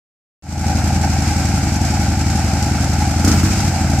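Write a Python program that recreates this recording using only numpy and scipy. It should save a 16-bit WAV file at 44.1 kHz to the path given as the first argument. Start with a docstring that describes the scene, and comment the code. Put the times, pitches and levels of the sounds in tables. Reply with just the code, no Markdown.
"""A driveway beside a house wall, where a V-twin motorcycle idles in front of a stereo microphone pair.
The beat is lopsided; there is one blip of the throttle, a stumble, and it settles. Each firing thumps
through the exhaust, the cases ring near 800 Hz, and valves and gears clatter in step with the crank.
The wall echoes the exhaust and the yard answers briefly. The sound fades in from silence."""
import sys
import numpy as np
from scipy import signal
from scipy.fft import rfft, irfft, next_fast_len
from scipy.io import wavfile
from scipy.ndimage import map_coordinates

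SR = 44100
rng = np.random.default_rng(int(sys.argv[2]) if len(sys.argv) > 2 else 0)


def store_wav(level_fs):
    """Save 16-bit WAV to argv[1]."""
    pcm = np.round(np.clip(np.atleast_2d(level_fs), -1, 1) * 32767)
    wavfile.write(sys.argv[1], SR, pcm.T.astype(np.int16))


N = 176400

# the two firings: place_in_cycle (0-1)
FIRING_PLACES = [0, .435]
# strength of combustion: time_s, over_idle_db
COMBUSTION = [(3.21, 0.5), (3.245, 4), (3.31, 3), (3.405, -0.5), (3.435, 3.5), (3.52, -0.5), (3.68, 1.5),
              (3.765, -3.5), (3.805, 1)]
# exhaust resonances: pitch_hz, width_hz, first_cylinder_db, second_cylinder_db
PIPE_MODES = [(75.6, 19.4, 0.5, -1), (118, 42, -10, -12), (131, 10.8, -21, -3.5), (207.4, 17.5, -4.5, -6),
              (280.7, 14.3, -13.5, -14.5), (328.1, 31.8, -16.5, -19)]
# bark under throttle: frequency_hz, relative_db
BARK_SPECTRUM = [(60, -30), (180, -12.5), (300, 5.5), (350, -1.5), (440, -8.5), (800, -25), (1400, -16),
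                 (3000, -40)]
# gas puff of each firing: frequency_hz, relative_db
PUFF_SPECTRUM = [(20, -23), (45, -7), (80, -1.5), (160, 2), (300, -1), (430, -20.5), (700, -9.5),
                 (1500, -62.5)]
# gas rasp under throttle: frequency_hz, relative_db
RASP_SPECTRUM = [(120, -25), (300, 0), (420, -3.5), (600, -7.5), (900, -13), (1350, -2.5), (1900, -13),
                 (3000, -24)]
def exhaust(jitter_s=.00035, scatter_db=.26, thump_db=-17.5, puff_db=-28, bark_db=-35, rasp_db=-42):
    """Unevenly spaced firings ring the pipes and each lets out a puff of gas; strong ones bark and rasp."""
    firings, excess, thump = 0, 0, 0
    centres, widths, *levels = np.transpose(PIPE_MODES)
    for place, mode_db in zip(FIRING_PLACES, levels):
        times = crank_times(place)
        late, size = rng.standard_normal((2, len(times)))
        load = amp(at(COMBUSTION, times))
        times = times + jitter_s * late
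        pulses = impulses(times, load * amp(scatter_db * size))
        thump += filtered(-pulses, lambda hz: resonances(zip(centres, widths, mode_db), hz))
        firings += pulses
        excess += impulses(times, np.maximum(load - 1, 0))  # only the push above idle
    bark = unit(filtered(-excess, lambda hz: minimum_phase(BARK_SPECTRUM, hz)))
    gas = decaying(firings, decay_s=.047) * stereo_noise()
    puff = unit(filtered(gas, lambda hz: minimum_phase(PUFF_SPECTRUM, hz)))
    forced_gas = decaying(excess, decay_s=.053) * stereo_noise()
    rasp = unit(filtered(forced_gas, lambda hz: amp(along(RASP_SPECTRUM, hz))))
    return amp(thump_db) * unit(thump) + amp(rasp_db) * rasp + amp(bark_db) * bark + amp(puff_db) * puff


# progress of the crank: time_s, engine_cycles
CRANK_PROGRESS = [(.398, 0), (.8368, 5), (1.0954, 8), (1.3595, 11), (1.5386, 13), (1.992, 18), (2.5312, 24),
                  (2.8939, 28), (3.1602, 31), (3.2435, 32), (3.2755, 32.435), (3.312, 33), (3.433, 35),
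                  (3.644, 38), (3.723, 39), (3.8077, 40), (4.07, 43)]
def crank_times(place):
    """Times at which the crank passes a place (0-1) in the engine cycle."""
    times, cycles = np.transpose(CRANK_PROGRESS)
    return np.interp(np.arange(cycles[-1]) + place, cycles, times)


# gear knocks: place_in_cycle, relative_db, decay_s
GEAR_LASH = [(.2, -11, .014), (.36, -6.5, 0.01), (.73, -4.5, 0.0071)]
# case resonances: pitch_hz, width_hz, relative_db
CASE_MODES = [(545, 165, -17), (688, 75, -9.5), (761, 43, -2), (836, 52, -3.5), (1363, 90, -15.5),
              (1548, 110, -15), (2284, 270, -22.5)]
# case ring, lower during the blip: time_s, relative_db
CASE_LEVEL = [(.55, -2), (.7, 2), (.96, 1), (1.02, -0.5), (1.042, 5), (1.09, 0.5), (1.6, 0), (3.15, 1),
              (3.35, -3), (3.5, -9), (3.7, 1.5)]
def engine_cases(level_db=-28.5, steady_drive=.41):
    """Gear lash knocks the cases between firings, over a steady ring."""
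    drive = (steady_drive + bursts(GEAR_LASH, scatter_db=2.5)) * stereo_noise()
    ring = unit(filtered(drive, lambda hz: resonances(CASE_MODES, hz)))
    return amp(level_db + at(CASE_LEVEL, np.arange(N) / SR)) * ring


# chains, gears and intake: frequency_hz, relative_db
WHIRR_SPECTRUM = [(530, -17), (900, -2), (1050, -11.5), (1380, -4), (1580, -4.5), (1710, -8.5), (2360, -5),
                  (3380, -15), (5440, -4), (5910, -7.5), (7410, -7), (8050, -8.5), (8750, -19),
                  (10100, -22), (11900, -21.5), (14800, -33), (15500, -41)]
# swell of the whirr: time_s, over_idle_db
WHIRR_LEVEL = [(.7, -0.5), (1.35, 2.5), (1.7, 1.5), (3.23, 1), (3.28, 5), (3.34, 5), (3.42, 4.5), (3.48, 4),
               (3.54, 5), (3.7, 2), (3.9, 1)]
def whirr(level_db=-29.5, grain_db=.5, rough_db=1):
    """Chains, gears and intake make a grainy rush that swells with the throttle."""
    grain = amp(grain_db * wobble(per_s=411) + rough_db * wobble(per_s=40.26))
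    rush = unit(filtered(grain * stereo_noise(), lambda hz: amp(along(WHIRR_SPECTRUM, hz))))
    return amp(level_db + at(WHIRR_LEVEL, np.arange(N) / SR)) * rush


# valve ticks: place_in_cycle, relative_db, decay_s
VALVE_TICKS = [(.04, 6, 0.0087), (.22, 2.5, 0.01), (.42, 4, .013), (.81, -6.5, 0.012)]
# intake spits as the throttle opens: start_s, level_db, decay_s
INTAKE_SPITS = [(3.247, -17.5, .005), (3.279, -19.5, 0.019), (3.315, -21, .008)]
# broad metal clatter: frequency_hz, relative_db
CLATTER_SPECTRUM = [(500, -33), (1300, -6), (2400, -5.5), (3300, -5.5), (5400, 2), (7600, 0), (9000, -6),
                    (12000, -9), (15500, -29.5)]
# rocker covers and cooling fins: pitch_hz, width_hz, over_clatter_db
FIN_MODES = [(4870, 86, 7), (5500, 75, 9.5), (6300, 120, 8.5), (7060, 140, 4.5), (7580, 96, 8),
             (10800, 110, -7)]
def clatter(tick_db=-34, rise_s=.001):
    """Valve ticks and sharp intake spits ring the rocker covers and cooling fins."""
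    ticks = amp(tick_db) * unit(bursts(VALVE_TICKS, scatter_db=2))
    spits = sum(decaying(impulses(np.array([s]), [amp(db)]), decay_s) for s, db, decay_s in INTAKE_SPITS)
    envelope = decaying(ticks + spits, rise_s) / (rise_s * SR)  # rounds each attack
    metal = lambda hz: amp(along(CLATTER_SPECTRUM, hz)) * np.hypot(1, abs(resonances(FIN_MODES, hz)))
    return envelope * unit(filtered(stereo_noise(), metal))


def house_wall(x, delay_s=.022, gain=.53):
    """The direct sound plus the wall's echo, which travels about 7.5 m farther to the microphones."""
    return filtered(x, lambda hz: 1 + gain * np.exp(-2j * np.pi * hz * delay_s))


def yard(x, level_db=-16.5, t60_s=.34):
    """Short diffuse reflections from the car, garage and porch."""
    t = np.arange(SR // 2) / SR
    tail = rng.standard_normal((2, len(t))) * amp(-60 * t / t60_s)
    return amp(level_db) * signal.fftconvolve(x, tail / np.linalg.norm(tail[0]), axes=1)[:, :N]


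# likeness of left and right: frequency_hz, correlation
MIC_LIKENESS = [(100, 1), (500, 0.93), (850, 1), (1400, 0.53), (2500, 0.57), (5000, -0.26), (12000, 0.25)]
def stereo_noise():
    """White noise as the two microphones share it: alike in the bass, largely apart in the treble."""
    angle = lambda hz: np.arccos(np.clip(along(MIC_LIKENESS, hz), -1, 1)) / 2
    shares = lambda hz: np.array([np.cos(angle(hz)), np.sin(angle(hz))])
    mid, side = filtered(rng.standard_normal((2, N)), shares)
    return np.array([mid + side, mid - side])


def bursts(table, scatter_db):
    """Envelope of contacts that recur each engine cycle with uneven strength."""
    envelope = 0
    for place, db, decay_s in table:
        times = crank_times(place)
        sizes = amp(db + scatter_db * rng.standard_normal(len(times)))
        envelope += decaying(impulses(times, sizes), decay_s)
    return envelope


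def impulses(times, sizes):
    """One impulse at each time."""
    return np.bincount(np.round(times * SR).astype(int), sizes, N)[:N]


def decaying(x, decay_s):
    """Give each impulse an exponential tail."""
    return signal.lfilter([1], [1, -np.exp(-1 / (decay_s * SR))], x)


def wobble(per_s):
    """A smooth random curve with the given knots a second."""
    return map_coordinates(rng.standard_normal(N // 10), [np.arange(N) / SR * per_s], mode="wrap")


def resonances(modes, hz):
    """Causal response of (pitch_hz, width_hz, level_db) modes, alternating in sign."""
    return sum((-1) ** k * amp(db) * 1j * hz * width / (pitch ** 2 - hz ** 2 + 1j * hz * width)
               for k, (pitch, width, db) in enumerate(modes))


def minimum_phase(points, hz):
    """Causal response with the given (frequency_hz, level_db) spectrum."""
    cepstrum = irfft(np.log(amp(along(points, hz))))
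    half = len(cepstrum) // 2
    cepstrum[1:half] *= 2
    cepstrum[half + 1:] = 0
    return np.exp(rfft(cepstrum))


def filtered(x, response):
    """Pass x through a frequency response."""
    size = 2 * next_fast_len(N // 2 + SR // 2)
    return irfft(rfft(x, size) * response(np.fft.rfftfreq(size, 1 / SR)), size)[..., :N]


def along(points, hz):
    """Interpolate (frequency_hz, value) points on a log axis."""
    frequencies, values = np.transpose(points)
    return np.interp(np.log(hz + 1), np.log(frequencies + 1), values)


def at(points, s):
    """Interpolate (time_s, value) points."""
    return np.interp(s, *np.transpose(points))


def amp(db):
    """Decibels to gain."""
    return 10 ** (np.asarray(db) / 20)


def unit(x):
    """Scale to rms 1."""
    return x / np.sqrt(np.mean(x ** 2) + 1e-20)


def scene():
    """The motorcycle on the driveway, the wall's echo of its exhaust, and the yard behind."""
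    bike = house_wall(exhaust()) + engine_cases() + whirr() + clatter()
    return bike + yard(bike)


# balance of the microphones: frequency_hz, left_minus_right_db
MIC_BALANCE = [(60, 1.5), (200, 1), (700, .5), (2400, -1), (4400, 4), (8000, -4), (15000, -4.5)]
def record(dry):
    """The microphone pair's bass cut, left-right balance and band limit; the sound also fades in from silence."""
    low_cut_hz, top_hz = 49, 15600
    silent_until_s, fade_from_s, fade_to_s = .424, .41, .7
    t = np.arange(N) / SR
    fade = np.clip((t - fade_from_s) / (fade_to_s - fade_from_s), 0, 1) * (t > silent_until_s)
    bass_cut = lambda hz: 1 / np.hypot(1, (low_cut_hz / (hz + 1)) ** 6)
    balance = lambda hz: amp(along(MIC_BALANCE, hz) * np.array([[.5], [-.5]]))
    heard = filtered(dry, lambda hz: bass_cut(hz) * balance(hz))
    return filtered(heard * fade, lambda hz: hz < top_hz)


dry = scene()
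out = record(dry)
store_wav(out)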